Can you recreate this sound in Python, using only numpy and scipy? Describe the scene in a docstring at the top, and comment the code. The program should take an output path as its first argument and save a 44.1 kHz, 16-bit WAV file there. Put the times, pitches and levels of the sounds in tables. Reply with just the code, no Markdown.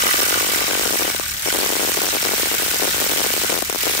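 """A drive whirs and hums at once: a powered ratchet turns the screw of a steel scissor jack on a concrete floor,
close to a stereo microphone. Whir is filtered noise and hum a set of harmonics, both tied to the stroke of the head.
The pawl knocks the steel twice a stroke, exciting decaying modes, and the drive bogs down twice under load.
The left microphone spits: short gated bursts of hiss, each ending in a dull pop made of filtered steps."""
import sys
import numpy as np
from scipy import signal
from scipy.fft import rfft, irfft
from scipy.io import wavfile

SR = 44100
rng = np.random.default_rng(int(sys.argv[2]) if len(sys.argv) > 2 else 0)


def transcribe(signal):
    """Save signal, clipped to [-1, 1], as a 16-bit WAV file at the path in sys.argv[1]."""
    frames = np.atleast_2d(signal).T
    limited = np.clip(frames, -1, 1)
    pcm = np.round(limited * 32767).astype(np.int16)
    wavfile.write(sys.argv[1], SR, pcm)


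def elevation(decibels):
    """Turn decibel levels (scalar or array-like) into linear amplitude ratios."""
    levels = np.asarray(decibels, float)
    return 10 ** (levels / 20)


N = 176400

HALF_EACH_WAY = np.array([[.5], [-.5]])   # shares a left-minus-right level between the sides


def rms_one(x):
    """Normalization: a signal divided by its root mean square has unit rms."""
    return x / np.sqrt(np.mean(x ** 2) + 1e-20)


def drift(rate_hz):
    """Low-pass filtered noise: a double pole turns white noise into a slow random course of spread 1."""
    pole = np.exp(-16 * np.pi * rate_hz / SR)   # run at an eighth of the sample rate
    noise = rng.standard_normal(N // 8 + 4002)
    slow = signal.lfilter([1], [1, -2 * pole, pole * pole], noise)[4000:]   # the filter has settled
    return np.interp(np.arange(N) / 8, np.arange(len(slow)), rms_one(slow))


# Spectrum of the whir before it is scaled to level: (f/Hz, relative level per Hz/dB)
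WHIR_SPECTRUM = [(25, -38), (45, -8.5), (75, -2.5), (120, -10), (350, -6.5), (1000, -6), (1130, -4),
                 (1700, 0.5), (3100, 0.5), (4300, -1), (6500, -1), (8700, -0.5), (9000, -5), (9500, -1.5),
                 (9750, -5.5), (12400, -6), (12900, -1.5), (14800, -1), (16000, -6)]
# Modulation by the stroke at the drive's fastest: (multiple of the stroke rate, swing/dB, phase/rad)
WHIR_MODULATION = [(1, 1.5, 0.61), (2, 0.88, 1.9), (3, 1.55, 5.04), (4, 0.86, 0.13)]
WHIR_PATCHY_DB, WHIR_FLUTTER_DB, WHIR_SHARED_DB = 0.6, 2.8, 0.8   # per band, per band and side, all bands
WHIR_PAN_DB = 0.3   # left up and right down by this much
RUMBLE_ALIKE, RUMBLE_TOP_HZ = 0.6, 130   # the two sides agree only in the bass
RUMBLE_PAN_DB = 8.5   # the rumble is stronger on the left
BODY_BANDS, BODY_THROB_DB, BODY_PLACE = 6, 0.5, 0.13   # bands under 3 kHz; swing; place of the peak (0-1)
THROB_GROWTH_PER_HZ = 0.034   # the treble throbs deeper as the drive slows


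def whir(turns, speed_hz, level_db):
    """Amplitude-modulated noise: gear and bearing noise flickers and throbs in third-octave bands."""
    hz = np.maximum(np.arange(N // 2 + 1) * SR / N, 1)
    both, *own = rfft(rng.standard_normal((3, N)))
    alike = RUMBLE_ALIKE / (1 + (hz / RUMBLE_TOP_HZ) ** 4)
    f_hz, f_db = np.transpose(WHIR_SPECTRUM)
    colour = elevation(np.interp(np.log(hz), np.log(f_hz), f_db))
    spectrum = (np.sqrt(alike) * both + np.sqrt(1 - alike) * np.array(own)) * colour
    spectrum = spectrum * elevation(RUMBLE_PAN_DB * HALF_EACH_WAY / (1 + (hz / (2 * RUMBLE_TOP_HZ)) ** 4))

    throb_db = sum(db * np.cos(2 * np.pi * k * turns + phase) for k, db, phase in WHIR_MODULATION)
    throb_db = throb_db * (1 + THROB_GROWTH_PER_HZ * (speed_hz.max() - speed_hz))
    body_db = BODY_THROB_DB * np.cos(2 * np.pi * (turns - BODY_PLACE))
    shared_db = WHIR_SHARED_DB * drift(94)

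    place = 3 * np.log2(np.maximum(hz, 700) / 700)   # third octaves above 700 Hz
    out = irfft(spectrum * np.clip(1 - place, 0, 1), N)   # the lowest part stays steady
    for band in range(1, 15):
        stroke_db = body_db if band <= BODY_BANDS else throb_db
        flutter_db = WHIR_FLUTTER_DB * np.array([drift(130), drift(85)])   # each side apart
        gain_db = stroke_db + shared_db + WHIR_PATCHY_DB * drift(9.0) + flutter_db
        out += elevation(gain_db) * irfft(spectrum * np.clip(1 - abs(place - band), 0, 1), N)
    return rms_one(out) * elevation(level_db) * elevation(2 * WHIR_PAN_DB * HALF_EACH_WAY)


# Harmonics of the stroke before gain and waver: (multiple of the stroke rate, rms level/dB, left minus right/dB)
HUM_HARMONICS = [(1, -53.5, 1), (2, -53, 1), (3, -55, 5), (4, -53, 1), (5, -55.5, -2), (6, -59.5, 5)]
HUM_WAVER_DB = 1.8
HUM_SAG_DB_PER_HZ = 0.3   # all multiples weaken but the second, which swells, as the drive slows


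def hum(turns, speed_hz):
    """Harmonic synthesis: sines at the lowest multiples of the stroke rate, each wavering in level."""
    slack_hz = speed_hz.max() - speed_hz
    out = np.zeros((2, N))
    for k, db, pan_db in HUM_HARMONICS:
        sag_db = HUM_SAG_DB_PER_HZ * slack_hz * (-.5 if k == 2 else 1)
        level_db = db + HUM_WAVER_DB * drift(5.1) - sag_db + pan_db * HALF_EACH_WAY
        out += np.sqrt(2) * elevation(level_db) * np.sin(2 * np.pi * (k * turns + rng.random()))
    return out


def ring(clicks, hz, t60):
    """Impulse response of a damped resonator: a unit click starts a sine of height 1, down 60 dB after t60."""
    r, w = elevation(-60 / (t60 * SR)), 2 * np.pi * hz / SR
    return signal.lfilter([0, np.sin(w)], [1, -2 * r * np.cos(w), r * r], clicks + 1e-18)


# Modes of tool and jack before scaling to level: (f/Hz, relative strength/dB, 60 dB decay t/s,
# left minus right/dB, place in the stroke where it is struck hardest/0-1)
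STEEL_MODES = [(1180, 3, .03, -5, 0), (1445, -4.5, .035, -4, 0), (1515, -4.5, .03, 3, 0),
               (1980, -4, .02, 1, 0), (2260, -5, .035, 4, 0), (2650, -5, .015, 0, .9),
               (3020, -5, .025, 0, .9), (3900, -3, .012, 2, .2), (5550, -2, .014, -5, .2),
               (6800, -4, .008, 5, .7), (8500, -3, .01, -6, .5), (9300, -4, .015, 5, .5),
               (12900, -5, .01, 3, .7), (14200, -5, .008, 1, .2)]
KNOCK_JITTER, KNOCK_SPREAD_DB = .12, 1   # timing spread in half strokes; strength spread
CHATTER_PER_S, CHATTER_DB = 550, -2   # loose impacts, relative to the knocks
MODE_SPREAD_DB, MODE_THROB_DB = 6, 7   # chance per impact, mode and side; swing once a stroke
MODE_DRIFT_DB = 2.6   # each mode swells and fades slowly by chance
LOW_RING_FADE_DB_PER_S = 7   # the lowest mode weakens steadily
OPPOSED_BELOW_HZ = 1480   # lower modes reach the two sides in opposite phase
STEEL_FLOOR_HZ = 1000


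def knocks(turns, level_db):
    """Modal excitation: two uneven knocks a stroke and loose chatter set the modes ringing on each side."""
    count = int(2 * turns[-1])
    jitter, spread = rng.standard_normal((2, count))
    struck = np.searchsorted(2 * turns, np.arange(count) + 1 + KNOCK_JITTER * jitter).clip(0, N - 1)
    loose = np.flatnonzero(rng.random(N) < CHATTER_PER_S / SR)
    loose_db = CHATTER_DB + KNOCK_SPREAD_DB * rng.standard_normal(len(loose))
    at = np.r_[struck, loose]
    size_db = np.r_[KNOCK_SPREAD_DB * spread, loose_db]

    out = np.zeros((2, N))
    for k, (hz, db, t60, pan_db, place) in enumerate(STEEL_MODES):
        slow_db = MODE_DRIFT_DB * drift(7.9)[at] + pan_db * HALF_EACH_WAY
        if k == 0:
            slow_db = slow_db - LOW_RING_FADE_DB_PER_S * at / SR
        throb_db = MODE_THROB_DB * np.cos(2 * np.pi * (turns[at] - place))
        chance_db = MODE_SPREAD_DB * rng.standard_normal((2, len(at)))
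        sign = rng.choice([-1, 1], (2, len(at)))
        if hz < OPPOSED_BELOW_HZ:
            sign[1] = -sign[0]
        clicks = np.zeros((2, N))
        clicks[:, at] = sign * elevation(db + size_db + chance_db + slow_db + throb_db)
        out += ring(clicks, hz, t60)
    out = signal.sosfilt(signal.butter(2, STEEL_FLOOR_HZ, "high", fs=SR, output="sos"), out)
    return rms_one(out) * elevation(level_db)


# Ends of the bursts in the left microphone: (t/s)
SPIT_ENDS = [0.0374, 0.058, 0.0662, 0.0806, 0.0899, 0.1425, 0.1835, 0.1917, 0.204, 0.2238, 0.2313, 0.265,
             0.2858, 0.3087, 0.328, 0.3539, 0.3596, 0.3752, 0.41, 0.4293, 0.447, 0.4698, 0.4898, 0.498,
             0.5169, 0.536, 0.5597, 0.5615, 0.5775, 0.5923, 0.6122, 0.6191, 0.641, 0.6813, 0.691, 0.7019,
             0.7125, 0.733, 0.753, 0.7752, 0.796, 0.813, 0.835, 0.8565, 0.8607, 0.8775, 0.8959, 0.9075,
             0.9271, 0.9356, 0.9435, 0.957, 0.9973, 1.008, 1.0191, 1.0239, 1.0473, 1.0519, 1.079, 1.089,
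             1.1014, 1.148, 1.198, 1.46, 1.464, 1.475, 1.4852, 1.527, 1.5404, 1.5475, 1.552, 1.561, 1.571,
             1.583, 1.589, 1.603, 1.6125, 1.6236, 1.6326, 1.6431, 1.6634, 1.6919, 1.703, 1.7251, 1.734,
             1.7544, 1.7665, 1.7959, 1.806, 1.815, 1.829, 1.8356, 1.8488, 1.8758, 1.887, 1.8949, 1.9187,
             1.9491, 1.9726, 1.9765, 1.9894, 2.019, 2.0342, 2.0387, 2.046, 2.0572, 2.068, 2.0786, 2.0881,
             2.1296, 2.1379, 2.15, 2.1575, 2.1688, 2.229, 2.2523, 2.2607, 2.271, 2.2916, 2.3129, 2.3195,
             2.3358, 2.3404, 2.3812, 2.3987, 2.4315, 2.4329, 2.4583, 2.4714, 2.515, 2.5217, 2.533, 2.5423,
             2.5512, 2.599, 2.622, 2.632, 2.6627, 2.682, 2.7147, 2.739, 2.7445, 2.7602, 2.7988, 2.8193,
             2.8225, 2.8254, 2.835, 2.8438, 2.854, 2.876, 2.8814, 2.8936, 2.9451, 2.9646, 2.9823, 3.0033,
             3.0161, 3.022, 3.0254, 3.043, 3.0658, 3.096, 3.1032, 3.1169, 3.122, 3.136, 3.1617, 3.1764,
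             3.185, 3.1972, 3.2059, 3.216, 3.2425, 3.2478, 3.2652, 3.3051, 3.3396, 3.3657, 3.378, 3.4168,
             3.4365, 3.4438, 3.4467, 3.4972, 3.5034, 3.5093, 3.5232, 3.529, 3.5428, 3.553, 3.566, 3.577,
             3.5897, 3.6237, 3.626, 3.6996, 3.7273, 3.748, 3.759, 3.8356, 3.8574, 3.8682, 3.8735, 3.8781,
             3.8977, 3.912, 3.938, 3.952, 3.9795, 3.9919, 3.9985]
SPIT_MIN_MS, SPIT_MEAN_MS, SPIT_MAX_MS = .4, .7, 2.8   # least length, mean chance excess, longest
SPIT_GROWTH_MS_PER_S = .1   # the mean excess grows with time
SPIT_HISS_DB, SPIT_RISE_MS, SPIT_LOW_HZ, SPIT_HIGH_HZ = -11.5, .3, 2500, 15000
# pop level and chance spread; bursts of any length pop about equally hard
POP_DB, POP_SPREAD_DB, POP_FULL_MS = -1, 0.85, 0.15
POP_WINDUP_MS, POP_WINDUP_SHARE, POP_SNAP_MS = 0.54, 0.5, 0.14   # mean durations; share of the jump
POP_START_SHARE = 0.36   # a burst also begins with a snap the other way, of chance size
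POP_FLOOR_HZ, POP_LOW_HZ, POP_RIPPLE_DB, POP_HIGH_HZ = 217, 305.6, 3, 2350
DUCK_DB, DUCK_MS = -7, 6   # deepest dip and its decay time


def spits():
    """Gated noise and filtered steps: bursts hiss, swing, and snap back into a pop; also returns the gain dip."""
    gate, slope, after = np.zeros(N + SR), np.zeros(N + SR), np.zeros(N)
    per_ms = SR / 1000
    wind = max(int(POP_WINDUP_MS * per_ms), 1)
    chance = rng.random((len(SPIT_ENDS), 6))
    for s, (side, size, length, snap, lead, slow) in zip(SPIT_ENDS, chance):
        excess_ms = -(SPIT_MEAN_MS + SPIT_GROWTH_MS_PER_S * s) * np.log(1 - length)
        ms = min(SPIT_MIN_MS + excess_ms, SPIT_MAX_MS)
        end, span = min(int(s * SR), N - 1), int(ms * per_ms)
        rise = np.minimum(np.arange(span) / (SPIT_RISE_MS * per_ms), 1)
        gate[end - span + wind // 2:end + wind // 2] = rise

        jump_db = POP_DB + POP_SPREAD_DB * (5.86 * size - 2.0)
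        jump = np.sign(side - .5) * elevation(jump_db) * np.tanh(.5 + ms / POP_FULL_MS)
        width = 1 + int(2 * snap * POP_SNAP_MS * per_ms)
        swing = 1 + int(2 * slow * wind)
        start = end - width // 2
        slope[start - swing:start] -= jump * POP_WINDUP_SHARE / swing
        slope[start:start + width] += jump / width
        slope[end - span - wind] -= jump * POP_START_SHARE * 2 * lead * np.tanh((ms / 2) ** 2)
        after[end] = np.tanh(ms / 2)

    pop_filter = np.vstack([
        signal.cheby1(2, POP_RIPPLE_DB, POP_LOW_HZ, "high", fs=SR, output="sos"),
        signal.butter(2, POP_FLOOR_HZ, "high", fs=SR, output="sos"),
        signal.butter(1, POP_HIGH_HZ, fs=SR, output="sos")])
    pops = signal.sosfilt(pop_filter, np.cumsum(slope[:N]))   # slopes add up to steps
    hiss_filter = signal.butter(1, [SPIT_LOW_HZ, SPIT_HIGH_HZ], "band", fs=SR, output="sos")
    hiss = elevation(SPIT_HISS_DB) * gate[:N] * signal.sosfilt(hiss_filter, rng.standard_normal(N))

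    trail = signal.lfilter([1], [1, -np.exp(-1 / (DUCK_MS * per_ms))], after)
    duck = elevation(DUCK_DB * np.minimum(trail, 1))
    return hiss + pops, duck


# Course of the drive: (t/s, stroke rate f/Hz, whir level/dB, knock level relative to the whir/dB, hum gain/dB)
DRIVE_COURSE = [(0, 42.76, -19.5, -2, 8), (.15, 47.47, -17.5, -5.5, -7), (0.399, 49.24, -20, -5, 3),
                (0.752, 49.2, -20.5, -4.5, 2), (1.05, 48.92, -20, -8, 1), (1.19, 41.17, -25, -3.5, 6),
                (1.34, 34.42, -25.5, -5, 8), (1.409, 36.57, -25.5, -16, -3), (1.47, 41.12, -21.5, -1.5, 8),
                (1.58, 46.77, -20, -9, 0.5), (1.99, 50.01, -20.5, -9, 2.5), (2.432, 49.6, -20, -7.5, 0.5),
                (2.949, 49.23, -19.5, -9.5, 3), (3.5, 49.64, -20, -6, 4.5), (3.62, 41.9, -24, -9, 4),
                (3.71, 36.4, -26, -2, 2), (3.781, 38.44, -23, -13, 1), (3.838, 41.4, -19.5, -7.5, 2),
                (4, 44.9, -20, -7.5, -4)]


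def scene():
    """Superposition: whir, knocks and hum share one stroke phase; the left side dips after each spit."""
    s, *columns = np.transpose(DRIVE_COURSE)
    speed_hz, whir_db, knock_db, hum_db = [np.interp(np.arange(N) / SR, s, c) for c in columns]
    turns = np.cumsum(speed_hz) / SR   # strokes completed
    out = whir(turns, speed_hz, whir_db)
    out = out + hum(turns, speed_hz) * elevation(hum_db)
    out = out + knocks(turns, whir_db + knock_db)
    spit, duck = spits()
    out[0] = out[0] * duck + spit
    return out


def band_limit(x):
    """A steep low-pass at the top of the band."""
    return signal.sosfilt(signal.butter(12, 17100, fs=SR, output="sos"), x)


LEFT_TOP = 1.1   # ceiling of the left side
CUTOFF_HZ = 15720


def record(dry):
    """Saturation and band limiting: the left side rounds its peaks, and a steep low-pass cuts the top."""
    rounded = np.array([LEFT_TOP * np.tanh(dry[0] / LEFT_TOP), dry[1]])
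    low_pass = signal.ellip(12, .3, 75, CUTOFF_HZ, fs=SR, output="sos")
    mix = signal.sosfilt(low_pass, rounded)
    return band_limit(mix)


dry = scene()
out = record(dry)
transcribe(out)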